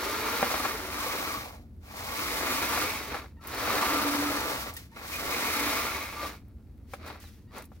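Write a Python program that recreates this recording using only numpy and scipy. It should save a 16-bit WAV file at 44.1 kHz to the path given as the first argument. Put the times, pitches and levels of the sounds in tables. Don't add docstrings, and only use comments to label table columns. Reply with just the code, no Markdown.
import sys
import numpy as np
from scipy import signal
from scipy.fft import rfft, irfft
from scipy.io import wavfile
from scipy.ndimage import map_coordinates

SR = 44100
rng = np.random.default_rng(int(sys.argv[2]) if len(sys.argv) > 2 else 0)


def put_to_file(sound):
    columns = np.atleast_2d(sound).T
    safe = np.clip(columns, -1, 1)
    whole_steps = np.round(safe * 32767)
    wavfile.write(sys.argv[1], SR, whole_steps.astype(np.int16))


N = 343980
TIME = np.arange(N) / SR


def amp(db):
    return 10 ** (np.asarray(db) / 20)

def evened(x):
    return x / np.sqrt(np.mean(x ** 2) + 1e-20)

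def curve_at(points, hz):
    f, value = np.transpose(points)
    return np.interp(np.log(hz + 1), np.log(f + 1), value)

def add(mix, start, sound):
    part = mix[max(round(start * SR), 0):][:len(sound)]
    part += sound[:len(part)]

def wander(hz):
    f = np.fft.rfftfreq(N, 1 / SR)
    return evened(irfft(rfft(rng.standard_normal(N)) / (1 + (f / hz) ** 4), N))

def colour(x, points, peaks=(), size=4096):
    hz = abs(np.fft.fftfreq(size, 1 / SR))
    lifts = sum(lift / (1 + (2 * (hz - f) / width) ** 2) for f, width, lift in peaks)
    log_gain = np.log(amp(curve_at(points, hz) + lifts))
    ring = np.fft.ifft(np.exp(np.conj(signal.hilbert(log_gain)))).real
    return signal.oaconvolve(x, ring[:size // 2])[:N]

def patter(per_s, spread_db):
    size = amp(spread_db * np.clip(rng.standard_normal(N), -2, 2)) * rng.choice([-1, 1], N)
    return evened(size * (rng.random(N) < per_s / SR) / np.sqrt(per_s))

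def scatter(x, ring_s):
    t = TIME[:SR // 8]
    echoes = rng.standard_normal(len(t)) * amp(-60 * t / ring_s)
    uncoloured = irfft(np.exp(1j * np.angle(rfft(echoes, 2 * len(t)))))[:len(t)]
    return signal.oaconvolve(x, uncoloured / np.linalg.norm(uncoloured))[:N]

def push(start, rise, hold, fall):
    up = np.clip((TIME - start) / rise, 0, 1)
    down = np.clip((start + rise + hold + fall - TIME) / fall, 0, 1)
    return up ** 1.3 * down ** 2.67


# start/s, rise/s, hold/s, fall/s,
# close-up clatter/dB, then, compared with the clatter, slush/dB, gearbox/dB, sprockets/dB
THROTTLE = [(-.69, 1.21, .15, .66, -28.3, -6, -7, -11), (.72, .33, .28, .41, -27.5, -5.7, -5, -8),
            (1.795, .41, .6, .6, -27.6, -4.4, -6, -6), (2.97, .18, .01, .17, -35.5, -11.5, -11, -12),
            (3.395, .38, .76, .42, -25.3, -7.2, -5.5, -15), (4.6, .08, .02, .035, -30.5, -11, -6, -14),
            (4.88, .46, .36, .84, -27.6, -3.8, -5, -3.5), (4.95, .015, .06, .2, -36, -15, -5, -8),
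            (6.09, .15, .03, .18, -38.8, -6, -11, -11), (6.95, .13, .02, .21, -43.5, -18, -14, -14),
            (7.495, .08, .01, .12, -43.5, -14, -10, -20)]
# start/s, rise/s, fall/s, level/dB
SLUSH_PATCHES = [(.972, .012, .4, -43), (1.92, .07, .25, -45), (4.55, .06, .17, -41), (4.735, .04, .2, -50),
                 (5.04, .015, .12, -46), (5.05, .08, .42, -42), (6.86, .08, .12, -57),
                 (7.052, .012, .2, -53), (7.19, .02, .38, -55.5), (7.55, .02, .16, -54),
                 (7.67, .09, .13, -68.5)]

def drive(place, far_loss_db=13, deeper_slush_db=4, rest_db=-73, trickle_db=-82):
    clatter, fizz, gearbox, sprockets = np.zeros((4, N))
    for start, rise, hold, fall, db, slush_db, gear_db, sprocket_db in THROTTLE:
        level = push(start, rise, hold, fall) * amp(db - far_loss_db * place)
        clatter += level ** 2
        fizz += (level * amp(slush_db + deeper_slush_db * place)) ** 2
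        gearbox += (level * amp(gear_db)) ** 2
        sprockets += (level * amp(sprocket_db)) ** 2
    for start, rise, fall, db in SLUSH_PATCHES:
        fizz += (push(start, rise, 0, fall) * amp(db)) ** 2
    clatter += amp(rest_db) ** 2
    fizz += amp(trickle_db) ** 2
    return 10 * np.log10([clatter, fizz, gearbox + 1e-12, sprockets + 1e-12])


# f/Hz, level/dB
CLEAT_TONE = [(30, -46.5), (60, -11.5), (110, -11), (165, -16), (225, -1.5), (380, -5.7), (520, -6),
              (1000, -3), (1400, -4.5), (1600, -3), (2300, -6.5), (2850, -11.5), (5000, -18.5), (8000, -32),
              (16000, -31)]
# f/Hz, width/Hz, boost/dB
HULL_PEAKS = [(300, 54, 7.5), (480, 70, 5), (565, 50, 3.5), (650, 40, 4.5), (790, 60, -2), (875, 90, 5),
              (1150, 300, 3), (1378, 100, 7), (1555, 90, -3), (2120, 140, 2), (2450, 130, 3),
              (3000, 400, -2.5), (3850, 190, 8.5), (4420, 320, 9.5), (5450, 230, 8)]

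def tracks(level_db, taps_per_s=1300, rub_db=-4, lurch_db=1, gain_db=-.77):
    pace = amp(.5 * (level_db + 29))
    loudness = amp(level_db + gain_db + lurch_db * wander(25))
    taps = np.array([patter(taps_per_s * (.1 + pace), spread_db=3) for _ in range(2)])
    rub = amp(rub_db) * np.sqrt(.2 + pace) * rng.standard_normal((2, N))
    pair = [colour(contact, CLEAT_TONE, HULL_PEAKS) for contact in taps + rub]
    return evened(np.array(pair)) * loudness


# f/Hz, level/dB
SLUSH_TONE = [(500, -7), (2000, 6.5), (3100, 3), (4400, 3.5), (5800, 2.8), (7200, -1.5), (8700, -3.3),
              (9700, -1.6), (10020, 1), (10400, -1.5), (12500, -0.7), (14200, 0.7), (16000, 1.5)]

def slush(level_db, grains_per_s=5000, spits_per_s=60, spit_db=-10, wash_db=-1, gain_db=4):
    loudness = amp(level_db + gain_db + .97 * wander(38))
    spits = [amp(spit_db) * scatter(patter(spits_per_s, spread_db=4), ring_s=.014) for _ in range(2)]
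    pair = []
    for spit in spits:
        grains = patter(grains_per_s, spread_db=3.5)
        wash = amp(wash_db) * rng.standard_normal(N)
        pair.append(colour(grains + spit + wash, SLUSH_TONE))
    return evened(np.array(pair)) * loudness


# f/Hz, level/dB, ring time/s
GEARBOX_NOTES = [(1070, -5, .03), (1185, 0, .05)]
# f/Hz, level/dB, ring time/s
SPROCKET_NOTES = [(2165, 0, .02), (2470, -4.5, .02), (3880, -8, .014)]

def gear_teeth(level_db, notes, sag_per_db, gain_db=0, teeth_per_s=400, full_db=-37.5):
    t = TIME[:SR // 8]
    surge = wander(13)
    ring = sum(amp(db - 60 * t / ring_s) * np.sin(2 * np.pi * (hz * t + rng.random()))
               for hz, db, ring_s in notes)
    speed = 1 - sag_per_db * np.clip(full_db - level_db, 0, 5.5) + .028 * surge
    pair = []
    for _ in range(2):
        ringing = signal.oaconvolve(patter(teeth_per_s, spread_db=1.5), ring)[:N]
        pair.append(np.interp(np.cumsum(speed), np.arange(N), ringing))
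    return evened(np.array(pair) * amp(1.6 * surge)) * amp(level_db + gain_db)


def links(level_db, low_hz=380, high_hz=4600, pitches=40, clinks_per_pitch=62, gain_db=-11):
    clumps_per_s, clump_s, ring_cycles = 13, .022, 70
    t, out = TIME[:SR // 8], np.zeros((2, N))
    clumps = np.arange(0, N / SR, 1 / clumps_per_s)
    clumps += rng.random(len(clumps)) / clumps_per_s
    for hz in np.geomspace(low_hz, high_hz, pitches):
        for which, lag, detune, softness, angle in rng.random((clinks_per_pitch, 5)):
            start = clumps[int(which * len(clumps))] + clump_s * lag ** 2
            fade_db = 60 * t * hz / ring_cycles + .5 * np.log2(hz / low_hz) + 14 * softness
            clink = amp(-fade_db) * np.sin(2 * np.pi * hz * (.95 + .099 * detune) * t)
            add(out[0], start, clink * np.cos(2 * np.pi * angle))
            add(out[1], start, clink * np.sin(2 * np.pi * angle))
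    return evened(out) * amp(level_db + gain_db)


# start/s, length/s, first f/Hz, middle f/Hz, last f/Hz, level/dB
WHINE_NOTES = [(-.14, .7, 305, 432, 470, -43.5), (.24, .2, 1350, 1378, 1385, -43),
               (.8, .12, 372, 377, 386, -44.5), (.99, .04, 950, 1080, 1160, -38),
               (1.05, .06, 1110, 1130, 1170, -42), (1.27, .045, 1340, 1280, 1050, -40),
               (1.335, .055, 1130, 1122, 1090, -37.5), (2.05, .13, 1090, 1130, 1150, -44),
               (2.42, .2, 1150, 1185, 1170, -43), (2.68, .2, 1150, 1180, 1185, -41),
               (3.392, .04, 1300, 1330, 1350, -60), (3.72, .42, 1150, 1200, 1170, -40),
               (3.85, .25, 1400, 1335, 1320, -41.5), (3.87, .55, 279, 292, 284, -34),
               (5.13, .045, 2400, 2470, 2500, -38), (5.55, .19, 284, 291, 287, -41.5),
               (5.72, .17, 1170, 1190, 1195, -39.5), (5.7, .28, 1350, 1385, 1370, -43),
               (6.15, .15, 1140, 1170, 1150, -39.5), (7.235, .05, 4150, 3850, 3400, -64)]

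def whines(throb=.37):
    out = np.zeros(N)
    waver = 1 + .012 * wander(45) + .02 * wander(500)
    for start, length, first_hz, middle_hz, last_hz, db in WHINE_NOTES:
        progress = np.clip((TIME - start) / length, 0, 1)
        bend = np.polyfit([0, .5, 1], [first_hz, middle_hz, last_hz], 2)
        hz = np.polyval(bend, progress) * waver
        swell = abs(np.sin(np.pi * progress)) ** .45
        out += np.sqrt(2) * amp(db) * swell * np.sin(2 * np.pi * np.cumsum(hz) / SR)
    return out * (1 + throb * wander(40))


# t/s, level/dB, brightness/(dB per octave)
BLOWS = [(.4278, -9.3, -.5), (.502, -25, 2), (.541, -19, 1), (.602, -24, 2), (.652, -18, 3),
         (1.225, -23, -1), (1.836, -47, 0), (1.881, -45, 0), (1.941, -39, 1), (2.009, -33, 0),
         (2.078, -31, 0), (2.774, -19, 3), (3.144, -23, 4), (3.15, -24, 2), (3.168, -28, 1),
         (3.242, -35, 0), (3.439, -44, 1), (3.535, -28, 1), (3.627, -24, 1), (3.678, -20, -1),
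         (4.966, -36, 2), (4.996, -37, 2), (5.045, -33, 1), (6.9355, -25, 2.5), (6.9395, -32, 2),
         (7.063, -35, 0), (7.102, -31, 2), (7.156, -38, 0), (7.239, -43, 1), (7.579, -33, -1),
         (7.718, -42, -3)]
# f/Hz, level/dB, ring time/s
BLADE_NOTES = [(244, -10, .075), (330, -13, .05), (511, -6, .05), (595, -3, .055), (680, -3, .022),
               (760, -3, .06), (1140, -3, .04), (1355, -2, .042), (1680, -2, .022), (1900, -4, .012),
               (2200, -5, .014)]

def knocks(contact_s=.0007, rattle_db=-11, rattle_s=.09):
    t, out = TIME[:SR // 5], np.zeros(N)
    for start, db, tilt_db in BLOWS:
        detunes = 1 + .02 * rng.standard_normal(len(BLADE_NOTES))
        ring = np.zeros(len(t))
        for (hz, level, ring_s), detune in zip(BLADE_NOTES, detunes):
            fade = amp(level + tilt_db * np.log2(hz / 1000) - 60 * t / ring_s)
            ring += np.sign(1000 - hz) * fade * np.sin(2 * np.pi * hz * detune * t)
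        ring *= 1 - np.exp(-t / contact_s)
        top_hz = np.clip(2200 * amp(tilt_db), 900, 9000)
        band = signal.butter(2, [400, top_hz], "band", fs=SR, output="sos")
        rattle = signal.sosfilt(band, rng.standard_normal(len(t))) * amp(-60 * t / rattle_s)
        knock = ring / abs(ring).max() + amp(rattle_db) * rattle / abs(rattle).max()
        add(out, start, amp(db) * knock)
    return out


# start/s, rise/s, fall/s, first f/Hz, last f/Hz, level/dB
GRITTY_SWELLS = [(1.36, .1, .3, 760, 590, -45), (1.81, .25, .35, 900, 720, -44),
                 (2.2, .25, .35, 560, 640, -42), (3.6, .22, .7, 780, 740, -38),
                 (4.15, .35, .42, 590, 680, -39), (5.08, .2, .55, 520, 600, -39.5),
                 (6.94, .15, .25, 420, 450, -52), (7.51, .06, .14, 440, 430, -50)]

def crunch_and_hum(grains_per_s=400, wobble=.05, width_hz=420):
    grains, out = patter(grains_per_s, spread_db=3), np.zeros(N)
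    bend = 1 + wobble * wander(20)
    smooth = signal.butter(2, width_hz / 2, fs=SR, output="sos")
    for start, rise, fall, first_hz, last_hz, db in GRITTY_SWELLS:
        hz = bend * np.interp(TIME, [start, start + rise + fall], [first_hz, last_hz])
        spin = np.exp(2j * np.pi * np.cumsum(hz) / SR)
        grit = (spin * signal.sosfilt(smooth, grains / spin)).real
        out += amp(db) * push(start, rise, 0, fall) * evened(grit)
    return out


# t/s, peak level/dB, lowest f/Hz, ring time/s
ICE_CRUMBS = [(1.7644, -57, 12000, .01), (3.4715, -23, 12000, .025), (3.5468, -27, 3500, .02),
              (4.738, -31, 8000, .06), (4.766, -28, 2200, .06), (5.0774, -31, 4000, .03),
              (6.4822, -49, 12000, .012), (6.7765, -52, 12000, .012), (6.9355, -31, 2500, .022),
              (6.946, -39, 8000, .015), (7.079, -35, 7000, .03), (7.201, -40, 4000, .02),
              (7.582, -30, 7000, .02), (7.6226, -31.5, 9500, .014), (7.642, -41, 3000, .015),
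              (7.654, -36.5, 9000, .014)]

def ice_snaps():
    t, out = TIME[:SR // 12], np.zeros(N)
    for start, db, low_hz, ring_s in ICE_CRUMBS:
        treble = signal.butter(2, low_hz, "high", fs=SR, output="sos")
        snap = signal.sosfilt(treble, rng.standard_normal(len(t))) * amp(-60 * t / ring_s)
        add(out, start, amp(db) * snap / abs(snap).max())
    return out


# t/s, length/s, level/dB, brightness/(dB per octave)
MOTOR_CHIRPS = [(3.364, .04, -63.5, -9), (4.763, .018, -41, 3.5), (4.915, .03, -57, -14),
                (7.47, .05, -69, 0)]
# multiple of the switching rate, level/dB
CHIRP_TONES = [(1, -9), (2, 0), (3, -8), (4, -8), (5, -9)]

def motor_chirps(switch_hz=933, jitter=.022):
    cycles, out = np.cumsum(switch_hz * (1 + jitter * wander(124))) / SR, np.zeros(N)
    for start, length, db, tilt_db in MOTOR_CHIRPS:
        phase = 2 * np.pi * cycles[round(start * SR):round((start + length) * SR)]
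        tone = sum(amp(level + tilt_db * np.log2(k)) * np.sin(k * phase) for k, level in CHIRP_TONES)
        add(out, start, amp(db) * evened(tone) * signal.windows.tukey(len(tone), .5))
    return out


# f/Hz, level/dB
TRAFFIC_TONE = [(15, -45.5), (30, -32.5), (42, -17.5), (56, 10), (68, -2.5), (82, 2), (100, -2), (120, -2),
                (155, -12), (210, -6.5), (270, -11), (400, -21), (1200, -42.5), (4000, -60), (16000, -50)]

def town(level_db=-49, side_db=-16, hum_hz=78.5, hum_db=-56):
    mid, side = (evened(colour(rng.standard_normal(N), TRAFFIC_TONE)) for _ in range(2))
    hz = hum_hz * (1 + .0157 * wander(4.04))
    hum = np.sqrt(2) * np.sin(2 * np.pi * np.cumsum(hz) / SR)
    return amp(level_db) * (mid + amp(side_db) * np.array([side, -side])) + amp(hum_db) * hum


# f/Hz, likeness (0 to 1)
LIKENESS = [(100, 0.67), (300, 0.9), (700, 0.78), (1500, 0.68), (3000, 0.42), (7000, 0.22), (16000, 0.05)]

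def microphones(direct, diffuse, place, near_lead_samples=.97, far_lead_samples=8):
    alike = np.clip(curve_at(LIKENESS, np.fft.rfftfreq(N, 1 / SR)), 0, 1)
    mid = irfft(rfft(direct) * np.sqrt((1 + alike) / 2), N)
    side = irfft(rfft(diffuse) * np.sqrt((1 - alike) / 2), N)
    shift = (near_lead_samples + (far_lead_samples - near_lead_samples) * place) / 2
    return np.array([map_coordinates(mid + sign * side, [np.arange(N) + sign * shift],
                                     order=5, mode="nearest") for sign in (1, -1)])


# t/s, place (0 = near and straight ahead, 1 = far left at the snow's edge)
ROUTE = [(0, 0.021), (1.7, 0.99), (3.3, 0.0039), (4.85, 0.93), (6.2, 0)]

def scene():
    place = np.interp(TIME, *np.transpose(ROUTE))
    clatter_db, fizz_db, gearbox_db, sprocket_db = drive(place)
    events = knocks() + ice_snaps() + crunch_and_hum() + whines()
    direct, diffuse = (tracks(clatter_db) + slush(fizz_db)
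                       + gear_teeth(gearbox_db, GEARBOX_NOTES, sag_per_db=.009, gain_db=-1)
                       + gear_teeth(sprocket_db, SPROCKET_NOTES, sag_per_db=.002)
                       + links(clatter_db))
    direct += events + motor_chirps()
    diffuse += scatter(events, ring_s=.033)
    return microphones(direct, diffuse, place) + town()


# f/Hz, level/dB
LEFT_BOOST = [(100, 0), (250, 1), (550, 1.4), (1200, -.5), (2500, .6), (5000, -.2), (8500, -1.3),
              (13000, 1)]

def record(dry, top_hz=15950):
    left_db = curve_at(LEFT_BOOST, np.fft.rfftfreq(N, 1 / SR))
    heard = irfft(rfft(dry) * amp(np.array([left_db, -left_db]) / 2), N)
    treble_cut = signal.firwin(511, top_hz, window=("kaiser", 9), fs=SR)
    return signal.oaconvolve(heard, treble_cut[None], "same")


dry = scene()
out = record(dry)
put_to_file(out)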